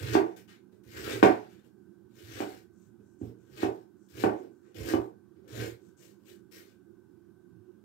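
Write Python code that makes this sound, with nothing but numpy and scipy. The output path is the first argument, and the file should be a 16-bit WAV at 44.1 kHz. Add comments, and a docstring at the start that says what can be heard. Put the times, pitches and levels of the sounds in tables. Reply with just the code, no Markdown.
"""A kitchen knife shears through cabbage over a steady house rumble and hiss, in a small room.
Each cut snaps leaf fibres and shakes a wooden board on a cloth-covered table; blade or stalk landing
rings the board, thuds the table and cracks at the edge. Shreds crackle between the strokes.
From the third cut fingers rustle the leaves too; after the last cut shreds and fingers are left.
Of two microphone ports the left one is open; the right one is covered, dull and boomy."""
import sys
import numpy as np
from scipy import signal
from scipy.fft import rfft, irfft, next_fast_len
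from scipy.io import wavfile
from scipy.ndimage import uniform_filter1d

SR = 44100
rng = np.random.default_rng(int(sys.argv[2]) if len(sys.argv) > 2 else 0)


def file_out(sig):
    """Save sig as 16-bit WAV at sys.argv[1]."""
    # one column per channel
    cols = np.atleast_2d(sig).T
    # limit, then scale
    lim = np.clip(cols, -1, 1)
    pcm = np.round(lim * 32767).astype(np.int16)
    wavfile.write(sys.argv[1], SR, pcm)


N = 345744

# Blade shearing through the head, one list a cut.
# Each row: time in seconds, snapping fibres in dB, table shaken by the arm in dB.
CUT_CURVES = [
    [(0.0, -49.5, -33.5), (0.114, -48, -38), (0.148, -36, -57)],
    [(0.835, -73.5, -61.5), (0.92, -57.5, -54), (0.989, -49, -45), (1.045, -48, -55), (1.113, -41.5, -37),
     (1.147, -45, -51.5), (1.209, -54, -55)],
    [(2.095, -81.5, -70.5), (2.14, -78, -66), (2.16, -64.5, -63), (2.194, -61, -62), (2.234, -64.5, -53),
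     (2.35, -51.5, -50), (2.4, -47.5, -55), (2.45, -57.5, -65), (2.58, -63.5, -70), (2.65, -87.5, -81)],
    [(3.5, -74, -46), (3.568, -57.5, -73.5), (3.625, -44.5, -36)],
    [(4.086, -69.5, -54), (4.134, -63, -49.5), (4.176, -52, -50.5), (4.232, -45.5, -68)],
    [(4.745, -60, -54), (4.798, -51.5, -28), (4.83, -53.5, -74), (4.904, -44, -68), (4.932, -44.5, -31)],
    [(5.478, -62, -54), (5.53, -54.5, -48), (5.579, -47.5, -40.5), (5.635, -45.5, -49), (5.731, -66, -68)],
]
# Leaf met by each cut. Each row: brightness at MID_DB in dB per octave, board shaken over the snapping in dB.
CUT_LEAF = [(5.5, 5.5), (6, 5), (6, 5), (5, 7.5), (7, 6.5), (7, 9.5), (6, 8.5)]
# Settling shreds and loose leaves. Each row: start, peak and end in seconds, peak in dB, climb in dB,
# sag to the end in dB, brightness in dB per octave, peak of the board shaking in dB.
SHRED_CRACKLES = [(0.193, 0.25, .35, -67.5, 1, 8.5, 5.5, -49), (.362, 0.372, .4, -55, 9, 10, 9.5, -58.5),
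                  (0.478, 0.493, 0.56, -58.5, 6, 17, 4.5, -68), (0.719, 0.732, .79, -80, 1, 14, 10, -64),
                  (1.25, 1.305, 1.46, -56, -8, 15.5, 4, -47.5),
                  (1.47, 1.526, 1.62, -66.5, 10, 14, 6.5, -62.5),
                  (1.634, 1.649, 1.68, -74.5, 5.5, 6, 9.5, -68), (2.78, 2.83, 2.88, -79, 7.5, 7, 11.5, -75),
                  (3.2, 3.222, 3.3, -72.5, 14, 2, 9.5, -52), (3.377, 3.463, 3.5, -82, 6.5, -5.5, 8.5, -72),
                  (3.654, 3.707, 3.83, -69.5, 2, 9.5, 8, -62), (4.26, 4.343, 4.46, -71, -4, 5, 7.5, -47),
                  (4.63, 4.66, 4.74, -82, 7, 3, 1.5, -68), (4.96, 5.016, 5.12, -67.5, 15, 22, 9.5, -47.5),
                  (5.35, 5.37, 5.42, -85, 7, 10, 3, -67), (5.426, 5.45, 5.48, -81.5, 7, -1, 6, -59.5),
                  (5.758, 5.87, 5.92, -78.5, 6.5, 9, 9.5, -69.5),
                  (5.974, 6.026, 6.11, -63, 14, 9, 10, -63.5), (6.19, 6.23, 6.255, -83, 3, 1, 10.5, -70),
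                  (6.253, 6.301, 6.35, -60.5, 12, 12.5, 10, -63),
                  (6.512, 6.563, 6.62, -54, 10, 11, 9.5, -56.5),
                  (6.618, 6.676, 6.735, -68.5, 4.5, 9, 8, -69.5)]
# Damped wood on cloth. Each row: mode in Hz, level in dB, t60 in seconds (ring() caps it at 32 periods).
BOARD_MODES = [(208, -9, 0.16), (227, -5.5, 0.1), (287, -8, 0.033), (343.2, 4, 0.081), (381, 4.5, 0.056),
               (383.3, -2.5, 0.12), (426.9, 3.5, .04), (555.4, 1, 0.03), (626, -2, 0.023),
               (720, -0.5, 0.11), (753.4, 3, 0.038), (833, 0.5, 0.03), (930, 0, 0.015), (1100, -4, 0.015),
               (1138, -8.5, 0.18), (1380, -4.5, .02), (1486, -1.5, 0.12), (1780, -5, .02), (2060, -9, 0.12),
               (2300, -17.5, .015), (2916, -18, 0.016)]
# Table under the cloth. Each row: mode in Hz, level in dB, t60 in seconds (same cap).
TABLE_MODES = [(62, -6, .12), (78.5, 1.5, 0.1), (114.4, 0.9, 0.66)]
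BOARD_BAND_HZ, TABLE_BAND_HZ = (258, 6000), (70, 150)  # what each plate radiates well
MID_DB = -46.5  # middle snapping level


def gain_of(db):
    """Decibels to an amplitude factor."""
    return 10 ** (np.asarray(db) / 20)


def evened(x):
    """Scales to rms 1."""
    return x / np.sqrt(np.mean(x ** 2) + 1e-20)


def read(points, hz):
    """Interpolates a (Hz, value) table on a log frequency axis."""
    point_hz, value = np.transpose(points)
    return np.interp(np.log(hz + 1), np.log(point_hz + 1), value)


def sides(tilt_db):
    """Left and right gains for a level difference; the mean of unrelated sides keeps power 1."""
    ratio = gain_of(-tilt_db)
    left = 2 / np.sqrt(1 + ratio ** 2)
    return left, ratio * left


def smooth_patches(x, widths):
    """Noise smoothed along both axes into patches of rms 1."""
    return evened(uniform_filter1d(uniform_filter1d(x, widths[0], axis=0), widths[1], axis=1))


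def hum():
    """House rumble and hiss: random short-time spectra with a few room resonances and drifting patches."""
    # Each row: frequency in Hz, relative level in dB per Hz.
    hum_colour = [(18, -64.5), (30, -31.5), (86, -13), (112, -8), (165, -24.5), (189, -5), (266, -12),
                  (355, 6), (449, -18), (499, -17), (600, -29), (684, -24.5), (1540, -28.5), (2060, -41),
                  (16000, -42.5)]
    # Each row: centre in Hz, width in Hz, boost in dB.
    hum_peaks = [(123, 62, 6.5), (194, 130, 10), (352, 70, 2.5), (1530, 100, 11)]
    # Each row: frequency in Hz, left minus right in dB.
    hum_tilt = [(60, -5.5), (120, -16.5), (240, -18), (480, -24), (950, 0.5), (1890, 1), (3770, -3.5),
                (7520, -0.5), (15000, 3)]
    # Each row: frequency in Hz, likeness of the ports.
    hum_alike = [(60, 0.25), (180, 0.63), (550, 0.59), (1650, 0.57), (4970, 0.08), (15000, 0.03)]
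    level_db = -59  # of the mean of both ports
    frames, hz = N // 512 + 5, np.fft.rfftfreq(2048, 1 / SR)
    a, b, c, d, raw_patches = rng.standard_normal((frames, 1025, 5)).T
    patches = smooth_patches(raw_patches, widths=(8, 8))
    colour_db = read(hum_colour, hz)
    for centre_hz, width_hz, db in hum_peaks:
        colour_db = colour_db + db * np.exp(-2 * ((hz - centre_hz) / width_hz) ** 2)
    alike = np.clip(read(hum_alike, hz), -1, 1)[:, None]
    first, other = a + 1j * b, c + 1j * d
    z = np.array([first, alike * first + np.sqrt(1 - alike ** 2) * other])
    z *= np.array(sides(read(hum_tilt, hz)))[:, :, None]
    z *= gain_of(colour_db[:, None] + 1.6 * patches)
    out = signal.istft(z, nperseg=2048, noverlap=1536)[1][:, :N]
    return gain_of(level_db) * out / np.std(out.mean(0))


def cut(rows, column):
    """One column of a cut in dB at every sample; it drops fast when the blade lets go."""
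    lift_db_per_s = 1502
    rows, t = np.array(rows), np.arange(N) / SR
    db = np.interp(t, rows[:, 0], rows[:, column], left=-200)
    return db - lift_db_per_s * np.maximum(t - rows[-1, 0], 0)


def swell(start, peak, end, db, climb_db, sag_db):
    """Level in dB at every sample: a sudden start, a climb to the peak, a sag, a quick stop."""
    stop_db_per_s = 504
    t = np.arange(N) / SR
    level_db = np.interp(t, np.sort([start, peak, end]), [db - climb_db, db, db - sag_db], left=-200)
    return level_db - stop_db_per_s * np.maximum(t - end, 0)


def grains(per_s, spread_db):
    """Random clicks of either sign, a few of them large, at rms 1."""
    size = gain_of(spread_db * np.minimum(rng.exponential(1, N), 4))
    return evened(size * rng.standard_normal(N) * (rng.random(N) < per_s / SR))


def leaves():
    """Dense fibre snaps in clumps, coloured by the leaf and tilted by brightness; shreds settle between cuts."""
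    # Tearing leaf. Each row: frequency in Hz, relative level in dB per Hz.
    snap_colour = [(290, -44.5), (500, -14), (562, -7.5), (613, -2.5), (807, 1.5), (974, -4.5), (1380, 5.5),
                   (1530, 6.5), (2460, -2), (7860, -21.5), (9770, -30.5), (13800, -28), (16000, -36)]
    bright_per_db = -0.12  # dB per octave for each dB: light pressure sounds thin, full pressure dull
    cuts_db = [cut(rows, column=1) for rows in CUT_CURVES]
    crackles_db = [swell(*row[:6]) for row in SHRED_CRACKLES]
    power = gain_of(cuts_db + crackles_db) ** 2 + 1e-30
    brights = [leaf[0] + bright_per_db * (db - MID_DB) for db, leaf in zip(cuts_db, CUT_LEAF)]
    brights += [row[6] + np.zeros(N) for row in SHRED_CRACKLES]
    bright = (power * np.clip(brights, -9, 12)).sum(0) / power.sum(0)  # the loudest part decides

    clumps = gain_of(2.0 * evened(uniform_filter1d(rng.standard_normal(N), size=300)))
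    snaps = evened(clumps * grains(per_s=12000.0, spread_db=1.0))
    hz, t, z = signal.stft(snaps, SR, nperseg=256, noverlap=192)
    colour = gain_of(read(snap_colour, hz))
    colour = colour / np.sqrt(np.mean(colour[hz > 2500] ** 2))
    slope = np.interp(t, np.arange(N) / SR, bright)
    octaves = np.log2((hz[:, None] + 200) / 5000)
    patches = smooth_patches(rng.standard_normal(z.T.shape), widths=(24, 5)).T
    z = z * gain_of(1.9 * patches) * colour[:, None] * gain_of(octaves * slope)
    level = uniform_filter1d(np.sqrt(power.sum(0)), size=100)
    return level * signal.istft(z, SR, nperseg=256, noverlap=192)[1][:N]


def ring(modes, band_hz, place_db=0., size=16384):
    """Answer of a plate to a click, energy 1: decaying modes, their levels shifted by the place of the blow."""
    t = np.arange(size) / SR
    hz, db, t60 = np.transpose(modes)[:, :, None]
    db = db + place_db * rng.standard_normal(db.shape)
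    decay = gain_of(db - 60 * t / np.minimum(t60, 32 / hz))
    out = (decay * np.sin(2 * np.pi * hz * t)).sum(0)
    out = signal.sosfilt(signal.butter(4, band_hz, "band", fs=SR, output="sos"), out)
    return out / np.linalg.norm(out)


def push():
    """The jerky force of the blade excites the low board modes and the table."""
    board_grows = 1.3  # dB of board shaking per dB of snapping
    jerks = grains(per_s=1500., spread_db=1.2)
    on_board, on_table = np.zeros(N), np.zeros(N)
    for rows, leaf in zip(CUT_CURVES, CUT_LEAF):
        over_mid_db = cut(rows, column=1) - MID_DB
        on_board += gain_of(MID_DB + leaf[1] + board_grows * over_mid_db)
        on_table += gain_of(cut(rows, column=2))
    for row in SHRED_CRACKLES:
        on_board += gain_of(swell(*row[:3], row[7], *row[4:6]))
    board_force = uniform_filter1d(on_board, size=500) * jerks
    table_force = uniform_filter1d(on_table, size=500) * jerks
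    board = signal.oaconvolve(board_force, ring(BOARD_MODES[:7], BOARD_BAND_HZ))
    table = signal.oaconvolve(table_force, ring(TABLE_MODES, TABLE_BAND_HZ))
    return (board + table)[:N]


def chops():
    """A smooth blow rings the chattering board, brighter for a short contact; table thuds, edge cracks."""
    # Blade or stalk lands. Each row: time in seconds, energy into the board in dB,
    # contact time constant in ms (floor 0.02), energy into the table in dB, crack before its fades in dB.
    landings = [(.152, 10, 0.039, -12.5, -30.5), (1.228, 16.5, .035, -2.5, -21),
                (2.404, -0.15, 0.078, -21.5, -37.5), (2.998, -11.5, 0.54, -32, -76.5),
                (3.213, 9, 0.55, -6.5, -64), (3.631, 6, 0.08, -29, -33.5), (4.238, 10, 0.053, -6, -34.5),
                (4.937, 6, 0.081, -21, -39)]
    # Each row: frequency in Hz, relative level in dB.
    crack_colour = [(600, -15), (1500, 0.5), (2500, 5), (4000, -7), (8000, -12), (10000, -23),
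                    (13000, -19.5), (16000, -23.5)]
    # chatter on the cloth: level under the blow, hold, fall
    rattle_db, rattle_s, rattle_db_per_s = -36, 0.024, 246.5
    out, table = np.zeros(N + SR), ring(TABLE_MODES, TABLE_BAND_HZ)
    t = np.arange(8192) / SR
    colour = gain_of(read(crack_colour, np.fft.rfftfreq(len(t), 1 / SR)))
    crack_fade = np.exp(-t / 0.008) * (1 - np.exp(-t / 0.003))
    rattle = gain_of(rattle_db - rattle_db_per_s * np.maximum(t - rattle_s, 0))
    jerks = grains(per_s=1500., spread_db=1.2)
    for start_s, blow_db, contact_ms, thud_db, crack_db in landings:
        at = round(start_s * SR)
        blow = t ** 3 * np.exp(-t * 1000 / max(contact_ms, .02))
        force = jerks[at:at + len(t)] * rattle
        force[0] = 1  # the blow itself
        plates = signal.fftconvolve(force, ring(BOARD_MODES, BOARD_BAND_HZ, place_db=2.5))
        plates[:len(table)] += gain_of(thud_db - blow_db) * table
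        sound = signal.fftconvolve(blow / blow.sum(), gain_of(blow_db) * plates)
        crack = evened(irfft(colour * rfft(rng.standard_normal(len(t)))))
        sound[:len(t)] += gain_of(crack_db) * crack * crack_fade
        out[at:at + len(sound)] += sound
    return out[:N]


def fingers():
    """A thin, high rustle of skin on waxy leaf: dense band-passed clicks under slow swells."""
    # Each row: start, peak and end in seconds, peak in dB, climb in dB, sag to the end in dB.
    rubs = [(2.73, 2.813, 2.87, -79, 6.5, 5), (3.0, 3.092, 3.14, -82, 10, 3.5),
            (3.184, 3.221, 3.27, -72, 10.5, 12.5), (3.37, 3.4, 3.8, -84.5, 7.5, 5),
            (3.97, 4.05, 4.07, -80, 6, 1), (4.092, 4.1, 4.15, -79, 3.5, 5), (4.3, 4.39, 4.4, -79, 10, -2),
            (4.51, 4.54, 4.7, -88, 1, 5), (4.636, 4.69, 4.73, -85, 6, 11), (5.81, 5.856, 5.9, -76.5, 8, 9),
            (5.971, 6.018, 6.18, -67.5, 4, 25), (6.25, 6.292, 6.4, -71.5, 4, 20)]
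    rustle_hz = (5640, 8330)
    band = signal.butter(3, rustle_hz, "band", fs=SR, output="sos")
    rustle = signal.sosfilt(band, grains(per_s=21000.0, spread_db=5.5))
    level = sum(gain_of(swell(*row)) for row in rubs)
    return uniform_filter1d(level, size=600) * evened(rustle)


def tails(count):
    """Unrelated room answers of energy 1: dense echoes that die band by band."""
    # Each row: frequency in Hz, t60 in seconds.
    room_t60 = [(60, 0.13), (250, 0.23), (1000, 0.29), (3000, 0.2), (8000, 0.19), (16000, 0.2)]
    # First reflections keep their level. Each row: frequency in Hz, hold in seconds.
    dense_hold = [(300, 0.033), (1500, 0.0087), (4000, 0.025)]
    echoes = rng.standard_normal((count, SR // 2)) * (np.arange(SR // 2) > 60)
    hz, t, z = signal.stft(echoes, SR, nperseg=256)
    late_s = np.maximum(t - read(dense_hold, hz)[:, None], 0)
    decay = gain_of(-60 * late_s / read(room_t60, hz)[:, None])
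    tail = signal.istft(z * decay, SR, nperseg=256)[1]
    return tail / np.linalg.norm(tail, axis=1, keepdims=True)


def ports(x):
    """The covered port hears a late, dull copy of the open one plus its own share of the room."""
    # Each row: frequency in Hz, left minus right in dB.
    port_tilt = [(60, -18.5), (99, -6.5), (160, -4.5), (270, -11), (450, -8.0), (740, -1), (1220, 6),
                 (2010, -1.5), (3330, 13.5), (5500, 15.5), (9080, 28.5), (15000, 25)]
    # Each row: frequency in Hz, likeness of the ports from 0 to 1.
    port_alike = [(60, 0.96), (250, 1), (500, 0.69), (1500, 0.39), (5000, 0.1), (15000, .2)]
    # Each row: frequency in Hz, phase by which left leads in radians.
    port_lead = [(60, 0.13), (300, 0.63), (700, 2.21), (1200, 3), (1800, 5.8), (3500, 25), (16000, 5.3)]
    wet = gain_of(-1)  # room over direct sound
    size = next_fast_len(N + SR)
    hz = np.fft.rfftfreq(size, 1 / SR)
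    # the blade moves, so the sound wanders among three paths through the room, 2.3 rounds per s
    turn = np.pi * (2.3 * np.arange(N) / SR + np.arange(3)[:, None] / 3)
    paths = rfft(x * np.cos(turn) ** 2 * np.sqrt(8 / 9), size)  # powers sum to 1
    rooms = rfft(tails(count=6), size)
    near = (rfft(x, size) + wet * (paths * rooms[:3]).sum(0)) / np.sqrt(1 + wet ** 2)
    other = (paths * rooms[3:]).sum(0)
    alike = np.clip(read(port_alike, hz), 0, 1)
    left, right = sides(read(port_tilt, hz))
    covered = (alike * near + np.sqrt(1 - alike ** 2) * other) * np.exp(-1j * read(port_lead, hz))
    return irfft(np.array([left * near, right * covered]), size)[:, :N]


def scene():
    """Knife, leaves, fingers and board through room and ports, over the hum."""
    return ports(leaves() + fingers() + push() + chops()) + hum()


def record(dry):
    """Small microphones lose the deep bass; then the band limit."""
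    low_hz, edge_hz = 65, 15800
    thin = signal.sosfilt(signal.butter(2, low_hz, "high", fs=SR, output="sos"), dry)
    band_limit = signal.firwin(511, edge_hz, window=("kaiser", 9), fs=SR)
    return signal.oaconvolve(thin, band_limit[None], "same")


dry = scene()
out = record(dry)
file_out(out)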